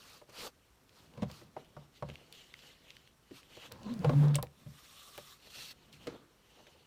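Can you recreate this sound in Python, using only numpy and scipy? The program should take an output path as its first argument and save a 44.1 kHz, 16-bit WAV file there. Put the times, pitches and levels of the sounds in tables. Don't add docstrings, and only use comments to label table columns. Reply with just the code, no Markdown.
import sys
import numpy as np
from scipy import signal
from scipy.fft import rfft, irfft, next_fast_len
from scipy.io import wavfile
from scipy.ndimage import uniform_filter1d, map_coordinates

SR = 44100
rng = np.random.default_rng(int(sys.argv[2]) if len(sys.argv) > 2 else 0)


def invert_db(level):
    return 10 ** (np.asarray(level, dtype=float) / 20)


def inscribe(sig):
    pcm = np.round(np.clip(np.atleast_2d(sig).T, -1, 1) * 32767)
    wavfile.write(sys.argv[1], SR, pcm.astype(np.int16))


N = 302526

# [f/Hz, level/dB, t60/s]
TABLE_MODES = [(74.7, -2, 0.42), (124.4, 7.5, 0.21), (145, 5, 0.35), (179.4, -5, 0.39), (218.3, -6, 0.3)]


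def unit(x):
    return x / np.sqrt(np.mean(x ** 2) + 1e-20)


def along(points, hz):
    f, v = np.transpose(points)
    return np.interp(np.log(hz + 1), np.log(f + 1), v)


def curves(rows):
    s, *cols = np.transpose(rows)
    return [np.interp(np.arange(N) / SR, s, c) for c in cols]


def wobble(rate_hz):
    knots = rng.standard_normal(int(N * rate_hz / SR) + 4)
    return map_coordinates(knots, [np.arange(N) * rate_hz / SR])


def filtered(x, response):
    m = next_fast_len(len(x) + SR // 2)
    return irfft(rfft(x, m) * response(np.fft.rfftfreq(m, 1 / SR)), m)[:len(x)]


def band(x, hz, width_hz):
    return filtered(x, lambda f: 1j * f * width_hz / (hz * hz - f * f + 1j * f * width_hz))


def two_bands(x, hz, width_hz):
    return band(band(x, hz, width_hz), hz, width_hz)


def ring(t, hz, db, t60_s, rise):
    decay = invert_db(db - 60 * t / t60_s)
    return decay * (1 - np.exp(-t * hz / rise)) * np.sin(2 * np.pi * hz * t)


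def add(out, s, sound):
    out[round(s * SR):][:len(sound)] += sound


def grit(spectrum, catch_db, patchy_db):
    catches = rng.standard_normal(N) * invert_db(catch_db * wobble(900))
    z = signal.stft(catches, nperseg=256)[2]
    field = uniform_filter1d(rng.standard_normal(z.shape), size=5, axis=0)
    field = uniform_filter1d(field, size=12, axis=1)
    patches = signal.istft(z * invert_db(patchy_db * unit(field)), nperseg=256)[1][:N]
    return unit(filtered(patches, lambda hz: invert_db(along(spectrum, hz))))


def contacts(rows, cloth_db, hiss_db, fade_db, square):
    t, power = np.arange(N) / SR, np.zeros((3, N))
    for touch, hardest, lift, db, press_db in rows:
        away = np.interp(t, [touch, hardest, lift], [1, 0, 1])
        swell = invert_db(2 * (db - fade_db * away ** square)) * (away < 1)
        power = power + swell * invert_db([[0], [2 * (cloth_db + press_db)], [2 * hiss_db]])
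    return power



def smears():
    # [touch t/s, hardest t/s, lift t/s, rub level/dB, press on the cloth/dB]
    rows = [
        (-.3, .15, 0.24, -61.5, 1.5),
        (.26, .31, 0.31, -67, 8),
        (.3, .44, 0.506, -48.5, 5),
        (.87, 1.0, 1.136, -67.5, 8),
        (1.26, 1.33, 1.506, -61.5, 2),
        (3.3, 3.378, 3.43, -59.5, -13),
        (4.335, 4.356, 4.38, -54, 7),
        (.4, .475, 0.486, -50, -2),
    ]
    power = contacts(rows, cloth_db=-7.5, hiss_db=-5.5, fade_db=24.5, square=2)
    return power, [(1190, 420, -5.5), (4500, 1100, -5)]


def sweeps():
    # [touch t/s, hardest t/s, lift t/s, rub level/dB, press on the cloth/dB]
    rows = [
        (4.5, 5.03, 5.25, -62, -3),
        (4.7, 5.31, 5.4, -61, -9),
        (4.56, 4.6, 4.68, -72.5, -9),
    ]
    power = contacts(rows, cloth_db=-9, hiss_db=-2, fade_db=22.5, square=2.5)
    return power, [(1187, 170, -6.5), (3626, 500.6, -7.5)]


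def grips():
    # [touch t/s, hardest t/s, lift t/s, rub level/dB, press on the cloth/dB]
    rows = [(1.54, 1.6, 1.74, -68.5, 15), (1.74, 1.8, 1.91, -72, 17.5), (1.92, 1.975, 2.02, -64.5, -3),
            (2.04, 2.09, 2.41, -64, 12), (2.28, 2.37, 2.54, -58.5, -2.5), (2.4, 2.66, 2.8, -60, 0),
            (2.7, 2.89, 3.14, -65, 3), (3.2, 3.32, 3.8, -71.5, 6), (3.47, 3.55, 3.67, -58.5, 3.5),
            (3.55, 3.66, 3.7, -54.5, 6), (5.7, 5.83, 6.0, -70, 5), (5.95, 6.04, 6.2, -62.5, 10.5),
            (6.3, 6.6, 6.73, -67.5, 10), (6.62, 6.685, 7.2, -70, 8)]
    power = contacts(rows, cloth_db=-9.5, hiss_db=-10.5, fade_db=17.5, square=1.43)
    return power, [(2950, 300, -4), (2060, 180, -14.5)]


def slides():
    # [touch t/s, hardest t/s, lift t/s, rub level/dB, press on the cloth/dB]
    rows = [
        (1.1, 1.225, 1.3, -67.5, -0.5),
        (3.69, 3.727, 3.83, -64.5, -0.5),
        (3.78, 3.9, 3.96, -59.5, -0.5),
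        (3.99, 4.06, 4.13, -60.5, 3.5),
        (4.36, 4.42, 4.4, -73, -12),
    ]
    power = contacts(rows, cloth_db=7.5, hiss_db=-33, fade_db=17.5, square=1.7)
    return power, [(3300, 100, -25.5), (1026, 98, 2.5), (480, 54, 0)]


def pulls():
    # [touch t/s, hardest t/s, lift t/s, rub level/dB, press on the cloth/dB]
    rows = [
        (5.36, 5.47, 5.6, -63, 10),
        (5.5, 5.62, 5.69, -49, -2),
        (5.55, 5.712, 5.732, -53.5, -3),
        (5.92, 5.935, 5.985, -61, 4),
    ]
    power = contacts(rows, cloth_db=-16.5, hiss_db=-6, fade_db=13.5, square=1.5)
    return power, [(2700, 130, -10.5), (4300, 570, -5)]


def hauls():
    # [touch t/s, hardest t/s, lift t/s, rub level/dB, press on the cloth/dB]
    rows = [
        (4.05, 4.15, 4.14, -62, 7),
        (4.14, 4.25, 4.36, -64, 10.5),
        (4.22, 4.31, 4.36, -65.5, 6),
    ]
    # [f/Hz, width/Hz, level over rub/dB]
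    rings = [(3570, 300, -2), (1000, 350, 11), (480, 90, 12), (215, 30, 17)]
    return contacts(rows, cloth_db=11, hiss_db=-21, fade_db=12.5, square=1), rings


def settles():
    # [touch t/s, hardest t/s, lift t/s, rub level/dB, press on the cloth/dB]
    rows = [
        (6.066, 6.078, 6.33, -50.5, 0),
    ]
    power = contacts(rows, cloth_db=2.5, hiss_db=-21, fade_db=31, square=0.52)
    return power, [(350, 130, 7), (1200, 420, 0)]


def fingers():
    # [f/Hz, level/dB per Hz]
    rub_spectrum = [(880, -14), (1500, -8.5), (2220, -7), (2660, -2.5), (2880, -3.5), (4350, -3.5),
                    (5390, -14.5), (6340, -12), (7500, -15.5), (9750, -45), (16500, -120)]
    cloth_spectrum = [(130, -16), (220, -7.5), (339, -6.5), (374, -8.5), (489, -1.5), (635, -8),
                      (881, -8.5), (2200, -23.5), (2860, -61), (4840, -120)]
    hiss_spectrum = [(3240, -45), (5500, 0), (6350, -8.5), (8560, -6), (9920, -7), (10300, -16),
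                     (11200, -7), (13900, -10.5), (15200, -8), (16000, -53)]
    resting_db = -79
    kinds = [smears(), sweeps(), grips(), slides(), pulls(), hauls(), settles()]
    pressure = invert_db(0.6 * wobble(25) + 0.7 * wobble(70))
    total_power = sum(power for power, _ in kinds) + invert_db(2 * resting_db)
    rub, cloth, hiss = np.sqrt(total_power)
    catches = rng.standard_normal(N) * invert_db(1.5 * wobble(150))
    rings = np.zeros(N)
    for power, colours in kinds:
        for hz, width_hz, db in colours:
            colour = unit(two_bands(catches, hz, 1.5 * width_hz))
            rings += np.sqrt(power[0]) * invert_db(db) * colour
    friction = rub * grit(rub_spectrum, catch_db=0.5, patchy_db=2.87)
    friction += cloth * grit(cloth_spectrum, catch_db=2.5, patchy_db=3.0)
    friction += hiss * grit(hiss_spectrum, catch_db=1.0, patchy_db=1.4)
    return pressure * (friction + rings)


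def hum(rows, rough, overtone_db):
    hz, db = curves(rows)
    t = np.arange(N) / SR
    sliding = np.clip(np.minimum(t - rows[0][0], rows[-1][0] - t) / 0.0075, 0, 1)
    phase = 2 * np.pi * np.cumsum(hz * (1 + rough * wobble(60))) / SR
    level = invert_db(db + 3.0 + 61 * rough * wobble(45))
    return sliding * level * (np.sin(phase) + invert_db(overtone_db) * np.sin(2 * phase + 1.6))


def drag():
    # [t/s, f/Hz, level/dB]
    hum_track = [(4.02, 166.6, -54), (4.072, 145, -24.5), (4.1, 142.4, -24.5), (4.112, 142, -34),
                 (4.166, 144.7, -20.5), (4.28, 146.2, -23.5), (4.368, 147.6, -30.5), (4.42, 144.3, -50),
                 (4.47, 139, -52)]
    # [t/s, f/Hz, level/dB]
    judder_tracks = [
        [(3.82, 185, -81), (3.868, 205, -35.5), (3.898, 229, -41.5), (3.93, 245, -35.5), (3.955, 222, -48),
         (3.97, 205, -41), (3.98, 196, -54), (4.004, 191, -32), (4.045, 170, -46)],
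        [(4.1, 229.3, -32.5), (4.144, 268, -35), (4.176, 278, -44), (4.198, 268, -40), (4.22, 267.4, -38)],
    ]
    # [t/s, level/dB]
    shift = [(0.0, -66.5), (0.57, -78), (0.92, -68.5), (1.22, -56), (1.9, -66.5), (2.39, -67), (3.3, -69.5),
             (3.6, -63.5), (3.9, -47), (4.24, -35.5), (4.39, -61), (4.47, -71), (4.62, -59.5), (4.79, -71),
             (5.77, -66), (6.06, -55), (6.29, -70), (6.86, -70)]
    noise = rng.standard_normal(N)
    modes = [invert_db(db) * unit(band(noise, hz, 10.2 / t60_s)) for hz, db, t60_s in TABLE_MODES]
    rumble = invert_db(curves(shift)[0] - 4.0) * unit(sum(modes))
    judders = sum(hum(rows, rough=0.051, overtone_db=-23.5) for rows in judder_tracks)
    return hum(hum_track, rough=0.017, overtone_db=-26.0) + judders + rumble


def thump(t):
    return -ring(t, 200, -22 + 9, 0.036, rise=1.08)


def taps():
    # [t/s, peak level/dB, strongest f/Hz, boom level/dB, edge level/dB]
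    rows = [(0.216, -48, 565, -21, -16), (0.287, -54.5, 400, -9, -24), (1.175, -44, 506, -1.5, -11.5),
            (1.221, -37.5, 510, -9.5, -9.5), (1.229, -34, 600, -6, -12), (1.298, -46.5, 814, -19, -8),
            (1.415, -51.5, 345, -16.5, -7), (1.565, -35, 630, -21.5, -26.5),
            (1.766, -42.5, 731.5, -6.5, -20), (2.024, -32.5, 665, -9.5, -22), (2.088, -43.5, 480, -2.5, -8),
            (3.31, -43, 227, -18, -16), (3.569, -44.5, 480, -18, -9), (3.717, -52.5, 600, -5, 2),
            (4.045, -23, 620, -11, -16.5), (4.094, -25.5, 645, -4, -17.5), (4.355, -35, 497.4, -10, -4.5),
            (4.385, -33, 920, -7, -33), (4.428, -35, 560.2, -12, -12), (4.663, -53.5, 520, 9, -13),
            (5.178, -41.5, 573, -17.5, -6.5), (6.07, -32.5, 350, -20.5, -8.5),
            (6.128, -47.5, 240, -16, -14), (6.668, -56, 456, -9, 1.5)]
    # [f/Hz, share of the tap's t60]
    frame_modes = [(212, 0.89), (275, 0.81), (345, 0.82), (385, 0.65), (490, 0.94), (590, 1), (650, 0.28),
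                   (790, 0.53), (955, 0.49), (1100, 0.5), (1380, 0.3)]
    t60_s = 0.073
    out, t = np.zeros(N + SR), np.arange(SR // 3) / SR
    add(out, 1.2235, thump(t))
    for s, db, centre_hz, boom_db, edge_db in rows:
        luck = rng.standard_normal((2, len(frame_modes) + len(TABLE_MODES)))
        noise = rng.standard_normal((2, len(t)))
        knock = np.zeros(len(t))
        for k, (hz, share) in enumerate(frame_modes):
            mode_db = 3.2 * luck[1, k] - 9 * np.log2(hz / centre_hz) ** 2
            knock += ring(t, hz * (1 + 0.03 * luck[0, k]), mode_db, share * t60_s, rise=2.1)
        boom = ring(t, 54.7, -3.5, 2.9 * t60_s, rise=1.0)
        for k, (hz, level_db, ring_s) in enumerate(TABLE_MODES):
            boom += ring(t, hz, level_db + 3 * luck[1, -k - 1], 9 * ring_s * t60_s, rise=0.88)
        rattle = unit(two_bands(noise[0], centre_hz, centre_hz)) * invert_db(-7.5 - 60 * t / (0.96 * t60_s))
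        edge = unit(band(band(noise[1], 1750, 2600), 2300, 3100)) * invert_db(-60 * t / 0.046)
        tap = knock / np.abs(knock).max() + rattle
        tap += invert_db(boom_db + 5.0) * boom / np.abs(boom).max()
        tap += invert_db(edge_db) * edge
        add(out, s, invert_db(db) * tap)
    return out[:N]


def ticks():
    # [t/s, peak level/dB, strongest f/Hz, top level/dB]
    rows = [(0.893, -52, 3320, -17), (1.138, -52.5, 2810, -24), (1.3144, -40.5, 4970, -9),
            (3.9923, -43.5, 5100, -13), (1.6472, -55, 2900, -10), (2.1, -38.5, 2220, -37),
            (2.156, -37.5, 2450, -40), (2.3256, -39.5, 3330, -6), (2.5395, -38.5, 2132, -33),
            (2.591, -43, 2930, -22), (2.905, -36.5, 2900, -46), (2.9673, -41, 2640, -26),
            (3.075, -47.5, 2920, -14), (3.431, -47.5, 2440, -23), (3.832, -45.5, 4500, -25),
            (3.7213, -34.5, 4400, -3.5), (3.939, -43, 4350, -1), (4.3408, -41, 1510, -10.5),
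            (4.3462, -25, 3740, -30), (4.354, -26.5, 3300, -34), (4.3561, -20, 8200, -18),
            (4.3626, -32, 3440, -7), (4.4269, -29, 4300, 2.5), (4.469, -46.5, 2600, -25),
            (4.283, -42, 4500, -17), (5.1783, -40.5, 1490, 3), (0.2965, -52, 5000, -10),
            (5.7096, -44, 2900, -3), (5.928, -47, 4400, -12), (6.074, -43, 3095, -31)]
    t60_s = 0.0089
    out, t = np.zeros(N + SR), np.arange(SR // 10) / SR
    for s, db, centre_hz, top_db in rows:
        snap = rng.standard_normal((2, len(t))) * invert_db(-60 * t / t60_s)
        body = band(band(snap[0], centre_hz, 0.49 * centre_hz), centre_hz, 0.92 * centre_hz)
        top = band(band(snap[1], 9800, 8000), 10000, 13000)
        add(out, s, invert_db(db) * (body / np.abs(body).max() + invert_db(top_db) * top / np.abs(top).max()))
    return out[:N]


def room(x):
    # [f/Hz, t60/s]
    walls = [(150, 0.3), (1000, 0.21), (8000, 0.1)]
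    hz, t, z = signal.stft(rng.standard_normal(SR // 2), SR, nperseg=256)
    tail = signal.istft(z * invert_db(-60 * t / along(walls, hz)[:, None]), SR, nperseg=256)[1]
    delayed = np.pad(x, (300, 0))
    return signal.fftconvolve(delayed, tail / np.linalg.norm(tail))[:N]


def room_tone():
    # [f/Hz, level/dB per Hz]
    spectrum = [(15, -45), (25, -18.5), (55, -2.5), (92, -10), (242, -17.5), (277, -10), (309, -17.5),
                (394, -10.5), (439, -18), (911, -21), (1100, -18), (4870, -30), (14000, -37.5),
                (16000, -46)]
    return invert_db(-70.1) * grit(spectrum, catch_db=0.1, patchy_db=0.3)


def scene():
    hits = taps() + ticks()
    tone = room_tone()
    return (hits + invert_db(-18.0) * room(hits) + fingers() + drag() + tone)[None]


def top_cut(x):
    return signal.sosfilt(signal.butter(12, 16850, fs=SR, output="sos"), x)


def record(dry):
    return top_cut(dry)


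dry = scene()
out = record(dry)
inscribe(out)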